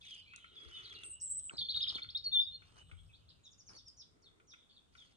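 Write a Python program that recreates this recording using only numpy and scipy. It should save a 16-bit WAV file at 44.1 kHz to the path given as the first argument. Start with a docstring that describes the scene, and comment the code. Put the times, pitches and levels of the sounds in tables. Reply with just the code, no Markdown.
"""A near bird, outside a small room, sings a thin high buzz, a fast warble and a few clear whistles.
Farther birds add falling chirps, rasps, pipes and a descending trill; many distant chirps blur in echo.
Birds are gliding, fluttering tones with wall echoes and a diffuse tail. The hand-held camera ticks,
squeaks, rustles and rumbles as shaped noise and short tones, over a quiet hush of filtered noise."""
import sys
import numpy as np
from scipy import signal
from scipy.fft import rfft, irfft, next_fast_len
from scipy.io import wavfile
from scipy.ndimage import uniform_filter1d, map_coordinates

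SR = 44100
rng = np.random.default_rng(int(sys.argv[2]) if len(sys.argv) > 2 else 0)


def unload_wav(signal):
    """Save mono or channel-first audio to the path in sys.argv[1] as 16-bit WAV at rate SR, clipped to [-1, 1]."""
    wavfile.write(
        sys.argv[1],
        SR,
        np.round(np.clip(np.atleast_2d(signal).T, -1, 1) * 32767).astype(np.int16),
    )


N = 227908


def amp(db):
    """Decibels to gain."""
    return 10 ** (np.asarray(db) / 20)


def unit(x):
    """Scale to rms 1."""
    return x / np.sqrt(np.mean(x ** 2) + 1e-20)


def along(points, hz):
    """Interpolate (Hz, value) points on a log frequency axis."""
    point_hz, values = np.transpose(points)
    return np.interp(np.log(hz + 1), np.log(point_hz + 1), values)


def curve(rows):
    """(s, value) rows as one value per sample."""
    return np.interp(np.arange(N) / SR, *np.transpose(rows))


def wobble(rate_hz, size):
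    """A smooth random curve, rate_hz knots a second."""
    knots = rng.standard_normal(int(size * rate_hz / SR) + 4)
    return map_coordinates(knots, [np.arange(size) * rate_hz / SR])


def filtered(x, response):
    """x times a complex response of frequency."""
    m = next_fast_len(N + SR // 2)
    return irfft(rfft(x, m) * response(np.fft.rfftfreq(m, 1 / SR)), m)[..., :N]


def coloured(x, points):
    """x through a causal (minimum-phase) filter with these (Hz, dB) points."""
    m = next_fast_len(N + SR // 2)
    cepstrum = irfft(np.log(amp(along(points, np.fft.rfftfreq(m, 1 / SR)))), m)
    cepstrum *= 1 + np.sign(np.fft.fftfreq(m))  # fold onto positive time
    return filtered(x, lambda hz: np.exp(rfft(cepstrum)))


def add(track, start_s, sound):
    """Mix a sound into a track."""
    part = track[..., max(round(start_s * SR), 0):][..., :sound.shape[-1]]
    part += sound[..., :part.shape[-1]]


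def noise(spectrum, side_db):
    """Coloured stereo noise of rms 1; side_db is the side's level against the mid."""
    mid, side = filtered(rng.standard_normal((2, N)), lambda hz: amp(along(spectrum, hz)))
    return unit(np.array([mid + amp(side_db) * side, mid - amp(side_db) * side]))


def patchy(x, depth_db):
    """Noise whose colour shifts in small random time-frequency patches."""
    z = signal.stft(x, nperseg=256)[2]
    field = rng.standard_normal(z.shape[1:])
    field = uniform_filter1d(uniform_filter1d(field, size=5, axis=0), size=7, axis=1)
    return unit(signal.istft(z * amp(depth_db * unit(field)), nperseg=256)[1][:, :N])


def arch(length_s, late, edge):
    """Progress 0-1 through a gesture, and its swell and fall."""
    u = np.linspace(0, 1, max(int(length_s * SR), 8))
    return u, np.abs(np.sin(np.pi * u ** late)) ** edge


def sweep(start_hz, end_hz, bow=0):
    """Start, middle and end pitch of a glide whose middle bows by a share."""
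    return start_hz, (start_hz + end_hz) / 2 * (1 + bow), end_hz


BUZZ_RATE_HZ = 165  # mean flutter rate
THROB_HZ = 425  # buzz depth at which the level pulses fully with the flutter


def note(length_s, pitches_hz, buzz_hz, waver, late, edge, uneven=0.45, overtone_db=-50):
    """The syrinx glides through a few pitches; uneven membrane flutter makes the note buzz and throb."""
    u, swell = arch(length_s, late, edge)
    count = len(pitches_hz)
    glide_hz = np.polyval(np.polyfit(np.linspace(0, 1, count), pitches_hz, count - 1), u)
    cycle = 2 * np.pi * np.cumsum(BUZZ_RATE_HZ * (1 + .2 * wobble(90, len(u)))) / SR
    pitch_hz = glide_hz * (1 + waver * wobble(220, len(u)))
    pitch_hz = pitch_hz + buzz_hz * (np.sin(cycle) + uneven * wobble(700, len(u)))
    throb = np.clip(buzz_hz / THROB_HZ, 0, 1)
    phase = 2 * np.pi * np.cumsum(pitch_hz) / SR
    tone = np.sin(phase) + amp(overtone_db) * np.sin(2 * phase)
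    return swell * (1 - throb * np.cos(cycle)) * tone


# diffuse tail decay: freq_hz, t60_s
ROOM_DECAY = [(300, 0.53), (3500, 0.43), (8000, 0.31)]


def room(x, early_db, tail_db, early_t60, apart=0.89):
    """Sparse echoes of close walls and a diffuse tail, both from 3 ms on; apart is the stereo difference."""
    hz, t, z = signal.stft(rng.standard_normal((2, SR // 2)), SR, nperseg=256)
    fade = amp(-60 * t / along(ROOM_DECAY, hz)[:, None])
    tail = signal.istft(z * fade, SR, nperseg=256)[1]
    t = np.arange(tail.shape[1]) / SR
    sparse = rng.standard_normal(tail.shape) * (rng.random(tail.shape) < .02)
    early = sparse * amp(-60 * t / early_t60)
    parts = np.array([[1, apart], [1, -apart]]) @ np.array([early, tail]) * (t > .003)
    early, tail = parts / np.linalg.norm(parts, axis=-1, keepdims=True)
    return signal.fftconvolve(x[None], amp(early_db) * early + amp(tail_db) * tail, axes=1)[:, :N]


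# near-wall echoes: delay_s, level_db
WALL_ECHOES = [(.0042, -10.5), (.0063, -15), (.0115, -11), (.0172, -12.5), (.0255, -15), (.04, -17)]


def walls(song):
    """Each near wall repeats the song."""
    echoes = np.zeros(N)
    for delay_s, level_db in WALL_ECHOES:
        add(echoes, delay_s, amp(level_db) * song)
    return echoes


# phase between two microphone ports for outside sound: freq_hz, left_lead_rad
PORT_PHASE = [(0, 1.5), (600, -3.5), (1290, -1), (1640, -2), (2330, -4.5), (2670, -5), (3450, -8),
              (4390, -7.5), (4820, -10), (6290, -15), (7060, -12), (7750, -14.5), (8180, -13.5),
              (9470, -21)]


def from_outside(x):
    """The song and its echo reach the two ports out of step."""
    return filtered(x, lambda hz: np.exp(1j * along(PORT_PHASE, hz) * np.array([[.5], [-.5]])))


HAND_LAG_S = 0.000275


def from_hand(x):
    """Sounds of the hand on the case reach the left microphone later."""
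    return filtered(x, lambda hz: np.exp(-2j * np.pi * hz * HAND_LAG_S * np.array([[.5], [-.5]])))


# hush spectrum: freq_hz, relative_db
AIR_SPECTRUM = [(30, -11), (90, -5), (160, -8), (230, -6.5), (400, -12), (800, -18), (1350, -18),
                (1800, -24.5), (3500, -28), (5000, -28.5), (9200, -28), (10500, -40), (15000, -51)]
AIR_DB = -74


def background():
    """The steady hush of the room: filtered noise."""
    return amp(AIR_DB) * noise(AIR_SPECTRUM, side_db=1.5)


# slow hand slides: start_s, length_s, drag_db, body_db, bright_db
SLIDES = [(0, 0.24, -105, -94, -65), (0.509, 0.64, -70.5, -66, -68.5), (4.087, 0.416, -78, -83, -100)]
# drag, hiss and (shared with rubs) bright friction spectra: freq_hz, relative_db
DRAG_SPECTRUM = [(40, -36), (170, -21), (290, 0.5), (430, 3), (560, -12.5), (850, -21), (1200, -31),
                 (3000, -83)]
HISS_SPECTRUM = [(600, -23), (1050, -4), (1350, 9.5), (1680, -5), (2050, 8), (2600, -9.5), (4000, -23.5),
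                 (9000, -42), (10500, -74)]
BRIGHT_SPECTRUM = [(900, -22.5), (1400, -4), (2200, 9.5), (3500, 0), (4800, 10), (5500, 4.5), (6200, 8),
                   (7600, -11.5), (9000, 5.5), (10000, -10.5), (10800, -30), (14500, -21)]
PATCHY_DB = 3.5  # unevenness of shifting colour


def slides(grain_db=3.0, lump_db=3.0):
    """The hand slides over the case: a grainy hiss swells and fades over a low, lumpy drag."""
    low, body, bright = np.zeros((3, N))
    for start_s, length_s, drag_db, body_db, bright_db in SLIDES:
        speed = arch(length_s, late=0.82, edge=1.0)[1]
        add(low, start_s, amp(drag_db) * speed ** 0.23)
        add(body, start_s, amp(body_db) * speed)
        add(bright, start_s, amp(bright_db) * speed)
    drag = low * amp(lump_db * wobble(30.06, N)) * noise(DRAG_SPECTRUM, side_db=-0.5)
    hiss = body * noise(HISS_SPECTRUM, side_db=-7)
    hiss = hiss + bright * patchy(noise(BRIGHT_SPECTRUM, side_db=-6), PATCHY_DB)
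    return from_hand(drag + amp(grain_db * wobble(200, N)) * hiss)


# rustles, as of fingers and sleeve on the case: start_s, length_s, dull_db, bright_db
RUBS = [(1.508, 0.069, -65.5, -75), (1.743, 0.11, -70, -69), (1.872, 0.14, -63, -65),
        (2.602, 0.23, -75.5, -79), (2.757, 0.075, -67.5, -70.5), (2.888, 0.054, -70, -80),
        (3.685, 0.1, -65, -67.5), (4.921, 0.22, -85, -73.5)]
# dull rub spectrum: freq_hz, relative_db
DULL_SPECTRUM = [(70, -29), (130, -7), (220, -0.5), (380, 0.5), (700, -6.5), (1300, -1), (2400, -21.5),
                 (4000, -57)]
# handling rumble: time_s, level_db
RUMBLE_LEVEL = [(0.0, -70.5), (0.47, -74.5), (1.89, -64), (2.81, -68.5), (3.09, -64), (3.48, -72.5),
                (3.99, -71), (4.23, -79), (5.17, -75.5)]
# rumble spectrum: freq_hz, relative_db
RUMBLE_SPECTRUM = [(22, -29), (45, 2.5), (90, 2.5), (110, 4), (135, -9.5), (165, 0.5), (205, -31.5),
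                   (400, -51.5)]
# soft knocks through the hand: start_s, pitch_hz, level_db (before attack and channel gains)
BUMPS = [(0.659, 70.2, -50), (2.922, 88.4, -44.5)]


def handling(grain_db=2.5, lump_db=3, bump_t60=0.29):
    """The holding hand: grainy friction noise, lumpy low rumble and soft decaying sine bumps."""
    dull, bright, bumps = np.zeros((3, N))
    for start_s, length_s, dull_db, bright_db in RUBS:
        stroke = arch(length_s, late=1.0, edge=0.44)[1]
        add(dull, start_s, amp(dull_db) * stroke)
        add(bright, start_s, amp(bright_db) * stroke)
    grain = amp(grain_db * wobble(250, N))
    dull_rubs = dull * patchy(noise(DULL_SPECTRUM, side_db=2), PATCHY_DB)
    bright_rubs = bright * patchy(noise(BRIGHT_SPECTRUM, side_db=-5.5), PATCHY_DB)
    rubs = grain * (dull_rubs + bright_rubs)
    t = np.arange(SR // 2) / SR
    for start_s, pitch_hz, level_db in BUMPS:
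        decay = amp(level_db - 60 * t / bump_t60) * (1 - np.exp(-t / 0.0031))
        add(bumps, start_s, decay * np.sin(2 * np.pi * pitch_hz * t))
    lumps = unit(amp(lump_db * wobble(18, N)) * noise(RUMBLE_SPECTRUM, side_db=-6))
    rumble = amp(curve(RUMBLE_LEVEL)) * lumps * amp([[1.5], [-1.5]])
    return from_hand(rubs) + rumble + bumps * amp([[3], [-6]]) * [[1], [-1]]  # bumps: opposite polarity


# distant birds' level: time_s, level_db
CHORUS_LEVEL = [(0, -58), (.3, -67.5), (.68, -68.5), (.88, -57.5), (1.2, -81), (2.7, -73.5), (4.3, -94),
                (5.17, -77.5)]


def chorus(count=300, pitch_hz=3200, spread=0.15, fall=.08):
    """Many distant birds chirp at random; only their echo is heard."""
    song = np.zeros(N)
    for i, (when, high, slope, long) in enumerate(rng.standard_normal((count, 4))):
        hz = pitch_hz * np.exp(spread * high)
        step = np.exp(fall * (1 + slope) / 2)
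        length_s = 0.027 * np.exp(0.35 * long)
        chirp = note(length_s, (hz * step, hz, hz / step), buzz_hz=140, waver=0.015, late=0.067, edge=0.92)
        add(song, (i + when / 2) / count * N / SR, chirp)
    echo = room(song, early_db=-4.0, tail_db=0.5, early_t60=0.19, apart=0.2)
    return amp(curve(CHORUS_LEVEL)) * unit(from_outside(echo))


# far slides and level pipes: start_s, length_s, start_hz, end_hz, level_db
PIPES = [(0.024, 0.023, 2660, 2290, -57.5), (0.099, 0.03, 3490, 2932, -46.5),
         (0.257, 0.11, 2340, 2725, -57), (0.386, 0.09, 3076, 3127, -61), (0.594, 0.055, 3376, 3335, -54),
         (0.711, 0.091, 2995, 3027, -52.5), (0.944, 0.11, 2858, 2680, -54),
         (1.109, 0.071, 2770, 2903, -61.5), (1.524, .04, 4310, 3940, -60.5),
         (2.64, 0.51, 8240, 8270, -78.5), (2.767, 0.05, 2935, 2976, -60), (3.091, 0.02, 2676, 2330, -65),
         (3.739, 0.035, 4592, 4410, -56.5)]
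FAR_EDGE = .5  # softness of far notes' ends, also in far_birds


def piping_birds(direct_db=-4):
    """Slides and level pipes from farther still: lightly buzzing tones, mostly echo."""
    song = np.zeros(N)
    for start_s, length_s, start_hz, end_hz, level_db in PIPES:
        pipe = note(length_s, sweep(start_hz, end_hz), buzz_hz=54.6, waver=0.012, late=0.92, edge=FAR_EDGE)
        add(song, start_s, amp(level_db) * pipe)
    echo = room(song, early_db=-0.5, tail_db=-3.0, early_t60=0.16, apart=0.38)
    return from_outside(amp(direct_db) * song + echo)


# falling slurs: start_s, length_s, start_hz, end_hz, level_db
SLURS = [(0.05, 0.038, 3940, 3250, -51.5), (0.552, 0.035, 3650, 3300, -50.5),
         (0.734, 0.059, 3754, 3375, -49), (0.838, 0.029, 5000, 3496, -50.5),
         (0.884, 0.049, 3617, 3177, -51.5), (0.942, 0.021, 4900, 3250, -49),
         (3.298, 0.009, 5140, 3170, -55.5), (3.434, 0.05, 4090, 3377, -57.5),
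         (3.78, 0.018, 4100, 3310, -60), (4.008, 0.021, 4560, 3230, -58), (4.232, .022, 4410, 4260, -65),
         (4.249, .03, 4050, 3290, -60), (4.499, .014, 5610, 4470, -63.5), (4.508, 0.025, 3910, 3340, -56.5),
         (4.755, 0.03, 4050, 3300, -59.5), (4.973, 0.025, 3830, 3365, -56.5),
         (4.992, 0.036, 3680, 3130, -57.5)]
SLUR_BOW = 0.0026
# rising calls: start_s, length_s, end_hz, level_db
RISES = [(2.969, 0.029, 3480, -62.5), (3.13, 0.017, 4006, -57.5), (3.145, 0.014, 4864, -64),
         (3.282, .015, 5250, -59)]
RISE_START_HZ, RISE_BOW = 3090, -0.018
# trill that slows, sinks and mostly grows louder: start_s, start_hz, level_db
TRILL = [(3.429, 7750, -65.5), (3.499, 7600, -65), (3.575, 7170, -60), (3.66, 6700, -55),
         (3.752, 6300, -56.5), (3.854, 5650, -54), (3.978, 5790, -53.5)]
TRILL_END_HZ, TRILL_NOTE_S, TRILL_BOW = 4590, .04, 0.045
# high lisps leading into late slurs: start_s, length_s, end_hz, level_db
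LISPS = [(3.968, 0.014, 5370, -59), (4.218, 0.015, 4440, -68), (4.469, .019, 5520, -67),
         (4.96, 0.015, 3970, -67)]
LISP_START_HZ, LISP_BOW = 7080, -0.03


def far_notes():
    """Farther birds' calls: start_s, length_s, pitches_hz, level_db."""
    for start_s, length_s, start_hz, end_hz, level_db in SLURS:
        yield start_s, length_s, sweep(start_hz, end_hz, SLUR_BOW), level_db
    for start_s, length_s, end_hz, level_db in RISES:
        yield start_s, length_s, sweep(RISE_START_HZ, end_hz, RISE_BOW), level_db
    for start_s, start_hz, level_db in TRILL:
        yield start_s, TRILL_NOTE_S, sweep(start_hz, TRILL_END_HZ, TRILL_BOW), level_db
    for start_s, length_s, end_hz, level_db in LISPS:
        yield start_s, length_s, sweep(LISP_START_HZ, end_hz, LISP_BOW), level_db


# far rasping notes: start_s, length_s, start_hz, end_hz, level_db
RASPS = [(.135, 0.091, 3130, 2993, -56.5), (.655, 0.066, 3400, 3360, -65),
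         (3.984, 0.024, 6330, 5900, -62.5), (4.485, 0.027, 5450, 5670, -63.5),
         (4.49, 0.063, 6150, 5700, -69), (4.54, 0.12, 3546, 3515, -69.5), (4.69, 0.095, 4540, 4290, -72),
         (4.69, 0.033, 3530, 3346, -65)]
RASP_DEPTH_HZ = 171  # flutter depth


def far_birds(walls_db=-2):
    """Gliding, slightly hoarse chirps and rasps, doubled by the walls and smeared by echo."""
    song = np.zeros(N)
    for start_s, length_s, pitches_hz, level_db in far_notes():
        hoarse_hz = 15 + 0.045 * np.ptp(pitches_hz)  # wide sweeps are the hoarsest
        chirp = note(length_s, pitches_hz, hoarse_hz, waver=0.0065, late=1.93, edge=FAR_EDGE, overtone_db=-38)
        add(song, start_s, amp(level_db) * chirp)
    for start_s, length_s, start_hz, end_hz, level_db in RASPS:
        rasp = note(length_s, sweep(start_hz, end_hz), RASP_DEPTH_HZ, waver=.02, late=0.84, edge=FAR_EDGE)
        add(song, start_s, amp(level_db) * rasp)
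    echo = room(song, early_db=-2.0, tail_db=-4.5, early_t60=0.14, apart=1.0)
    return from_outside(song + amp(walls_db) * walls(song) + echo)


# sharp clicks of the case: start_s, snap_db, thud_db
CLICKS = [(.149, -51, -80), (.361, -38, -70), (1.035, -44.5, -57.5), (1.3963, -43.5, -63.5),
          (1.5372, -58, -45), (1.6145, -56.5, -47.5), (1.769, -51.5, -60.5), (1.902, -54.5, -59),
          (1.956, -46, -43.5), (3.8835, -48, -91)]
# hand taps that ring the case: start_s, ring_db
TAPS = [(0.335, -46.5), (0.381, -54.5), (0.443, -47.5), (1.031, -50), (1.496, -46), (1.765, -48.5),
        (1.863, -50), (1.9815, -42.5), (2.043, -48.5), (2.62, -52.5), (2.913, -49.5), (4.3991, -58),
        (4.536, -48), (4.9507, -51)]
TAP_THUD_DB, TAP_SNAP_DB = -21.5, -17.5  # relative to the ring
# case resonances: freq_hz, width_hz, relative_db
CASE_MODES = [(1414, 73, 0.5), (2240, 450, -7), (3320, 430, -8)]
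# thud and snap spectra: freq_hz, relative_db
THUD_SPECTRUM = [(40, -14), (130, 17.5), (400, 9), (1000, -1.5), (2500, -56.5)]
SNAP_SPECTRUM = [(1500, -33), (3300, 7.5), (4600, -6.5), (6200, 9.5), (7800, 2.5), (9300, 8.5),
                 (10500, -41), (15000, -47)]


def case_response(hz):
    """Sum of the case's band-pass resonances."""
    total = 0
    for freq_hz, width_hz, level_db in CASE_MODES:
        damping = 1j * hz * width_hz
        total = total + amp(level_db) * damping / (freq_hz * freq_hz - hz * hz + damping)
    return total


def ticks(ring_t60=0.045, thud_t60=0.03, snap_t60=0.0087):
    """Noise bursts: taps ring the case with a dull thud and sharp snap; clicks only thud and snap."""
    ring, thud, snap = np.zeros((3, N))
    t = np.arange(SR // 8) / SR
    soft_rise = 1 - np.exp(-t / .002)
    sharp_rise = 1 - np.exp(-t / .0004)
    for start_s, ring_db in TAPS:
        add(ring, start_s, soft_rise * amp(ring_db - 60 * t / ring_t60))
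    tap_clicks = [(start_s, db + TAP_SNAP_DB, db + TAP_THUD_DB) for start_s, db in TAPS]
    for start_s, snap_db, thud_db in list(CLICKS) + tap_clicks:
        add(thud, start_s, sharp_rise * amp(thud_db - 60 * t / thud_t60))
        add(snap, start_s, sharp_rise * amp(snap_db - 60 * t / snap_t60))
    strike = noise([(700, -19.5), (1300, 6.5), (3000, 5.0), (4500, -17.5)], side_db=-7.5)
    body = unit(filtered(strike, case_response))
    dry = ring * body
    dry = dry + thud * noise(THUD_SPECTRUM, side_db=6.5) + snap * noise(SNAP_SPECTRUM, side_db=3.5)
    return from_hand(dry + room(dry[0], early_db=-13.5, tail_db=-11.0, early_t60=0.22))


# thin high buzz: start_s, length_s, pitch_hz, level_db, buzz_hz
BUZZES = [(1.034, 0.056, 8280, -47, 117), (1.095, 0.037, 8316, -45, 170), (1.127, 0.023, 7930, -45, 25.9),
          (1.199, 0.024, 5810, -57.5, 603), (1.21, 0.058, 7994, -38, 220), (1.26, 0.052, 7590, -42, 22),
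          (1.2945, 0.043, 7940, -36, 323), (1.339, 0.031, 7940, -39, 161),
          (1.364, 0.034, 8000, -35.5, 105.4), (1.416, 0.081, 7976, -44, 180)]
BUZZ_SAG = 0.016  # share by which a buzz starts above and ends below its pitch
# quick flicks in and around the warble: start_s, length_s, start_hz, end_hz, level_db
FLICKS = [(1.568, 0.014, 4900, 4400, -44), (1.608, 0.024, 3520, 3520, -33.5),
          (1.643, 0.02, 4450, 4250, -41), (1.647, .018, 3600, 3300, -43.5), (1.7, 0.021, 4500, 4420, -34.5),
          (1.773, 0.01, 4450, 4250, -35), (1.82, .015, 3720, 3780, -33), (1.84, 0.008, 3250, 3050, -33),
          (1.948, .013, 3480, 3530, -37.5), (2.019, 0.008, 3750, 3350, -37.5),
          (2.026, .012, 4250, 4400, -39.5), (2.088, .008, 3110, 4164, -39.5),
          (2.099, .009, 4140, 4950, -42), (2.168, 0.0095, 3660, 5020, -34)]
FLICK_BUZZ_HZ = 95  # flutter depth
# warble syllables: up_start_s, up_length_s, up_pitch_hz, up_level_db, buzz_hz,
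# down_start_s, down_length_s, down_start_hz, down_end_hz, down_level_db
WARBLE = [(1.58, .024, 4328, -33, 240.4, 1.597, 0.022, 4415, 3450, -37.5),
          (1.685, .026, 4186, -31, 130.5, 1.713, 0.012, 4814, 3334, -33.5),
          (1.742, 0.021, 3913, -31.5, 50, 1.761, 0.018, 4600, 3480, -28.5),
          (1.804, 0.02, 3795, -31, 60, 1.829, .019, 4533, 3050, -32),
          (1.87, 0.02, 3790, -32, 60.6, 1.891, .016, 5044, 2800, -31),
          (1.943, 0.021, 4340, -38.5, 150, 1.957, 0.015, 3768, 3167, -38.5)]
# upstroke hook: pitch_share
UPSTROKE = (0.68, 0.92, 0.99, 0.95, 0.98)
DOWNSTROKE_BOW = -.04  # steepest at first
# other side of the syrinx joins the warble: start_s
SECOND_VOICE_AT = [1.816, 1.878]
SECOND_VOICE_HZ, SECOND_VOICE_DB, SECOND_VOICE_S = 4960, -44, 0.024
# clear closing whistles: start_s, length_s, start_hz, end_hz, level_db
WHISTLES = [(2.239, 0.022, 4544, 4370, -37.5), (2.256, 0.025, 4394, 4258, -30.5),
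            (2.409, 0.057, 5065, 4760, -55), (2.461, 0.04, 3775, 3700, -41.5),
            (2.51, 0.05, 4170, 4250, -48.5), (2.536, 0.027, 4310, 4240, -46)]
WHISTLE_BUZZ_HZ = 8.3  # flutter depth


def near_notes():
    """Near bird's song: start_s, length_s, pitches_hz, level_db, buzz_hz."""
    for start_s, length_s, hz, level_db, buzz_hz in BUZZES:
        yield start_s, length_s, sweep(hz * (1 + BUZZ_SAG), hz * (1 - BUZZ_SAG)), level_db, buzz_hz
    for start_s, length_s, start_hz, end_hz, level_db in FLICKS:
        yield start_s, length_s, sweep(start_hz, end_hz), level_db, FLICK_BUZZ_HZ
    for up_s, up_length_s, hz, up_db, buzz_hz, down_s, down_length_s, start_hz, end_hz, down_db in WARBLE:
        yield up_s, up_length_s, hz * np.array(UPSTROKE), up_db, buzz_hz
        yield down_s, down_length_s, sweep(start_hz, end_hz, DOWNSTROKE_BOW), down_db, buzz_hz
    for start_s in SECOND_VOICE_AT:
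        pitches_hz = sweep(SECOND_VOICE_HZ, SECOND_VOICE_HZ)
        yield start_s, SECOND_VOICE_S, pitches_hz, SECOND_VOICE_DB, FLICK_BUZZ_HZ
    for start_s, length_s, start_hz, end_hz, level_db in WHISTLES:
        yield start_s, length_s, sweep(start_hz, end_hz), level_db, WHISTLE_BUZZ_HZ


# full, held tones: start_s, length_s, level_db, edge_softness, pitches_hz
HELD = [(2.148, .017, -29.5, 0.6, (3210, 3650, 3724, 3790, 3900)),
        (2.315, .112, -25, .7, (3567, 3623, 3529, 3562, 3690))]
# colour of the way into the room: freq_hz, gain_db
PATH = [(3200, -2), (3520, 0), (3800, -1), (4020, -9), (4150, -3.5), (4330, 0), (4750, -3.5), (5080, 2),
        (7300, -5), (8000, -0.5), (10200, 0.5), (11500, -16)]


def near_bird():
    """Fluttering syrinx tones (buzz, warble, whistles), coloured and repeated by the room."""
    song = np.zeros(N)
    for start_s, length_s, pitches_hz, level_db, buzz_hz in near_notes():
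        edge = 0.87 / (1 + abs(buzz_hz) / 400)  # clear notes swell, buzzy ones start more abruptly
        tone = note(length_s, pitches_hz, buzz_hz, waver=0.0033, late=0.97, edge=edge, overtone_db=-43.5)
        add(song, start_s, amp(level_db) * tone)
    for start_s, length_s, level_db, edge, pitches_hz in HELD:
        tone = note(length_s, pitches_hz, WHISTLE_BUZZ_HZ, waver=0.002, late=1.12, edge=edge)
        add(song, start_s, amp(level_db) * tone)
    song = coloured(song, PATH)
    echo = room(song, early_db=-7.5, tail_db=-10.0, early_t60=0.03, apart=0.47)
    return from_outside(song + walls(song) + echo)


# pips of the case under the fingers: start_s, length_s, pitch_hz, level_db
SQUEAKS = [(1.035, 0.0038, 3390, -39.5), (1.4952, 0.0039, 2760, -34.5), (1.508, 0.0075, 1440, -44),
           (1.979, 0.032, 2305, -49.5), (4.542, 0.011, 2620, -61)]


def squeaks():
    """The case gives a few very short, wavering pips under the fingers."""
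    track = np.zeros(N)
    for start_s, length_s, pitch_hz, level_db in SQUEAKS:
        pip = note(length_s, sweep(pitch_hz, pitch_hz), 0, waver=0.019, late=0.77, edge=2.2)
        add(track, start_s, amp(level_db) * pip)
    return from_hand(track)


def scene():
    """Birds outside, the hand and the room's quiet."""
    quiet = background()
    hand = slides() + handling()
    birds = chorus() + piping_birds() + far_birds()
    hand = hand + ticks()
    birds = birds + near_bird()
    return quiet + birds + hand + squeaks()


TOP_HZ = 15200


def record(dry):
    """The camera keeps nothing above its band limit."""
    return filtered(dry, lambda hz: hz < TOP_HZ)


dry = scene()
out = record(dry)
unload_wav(out)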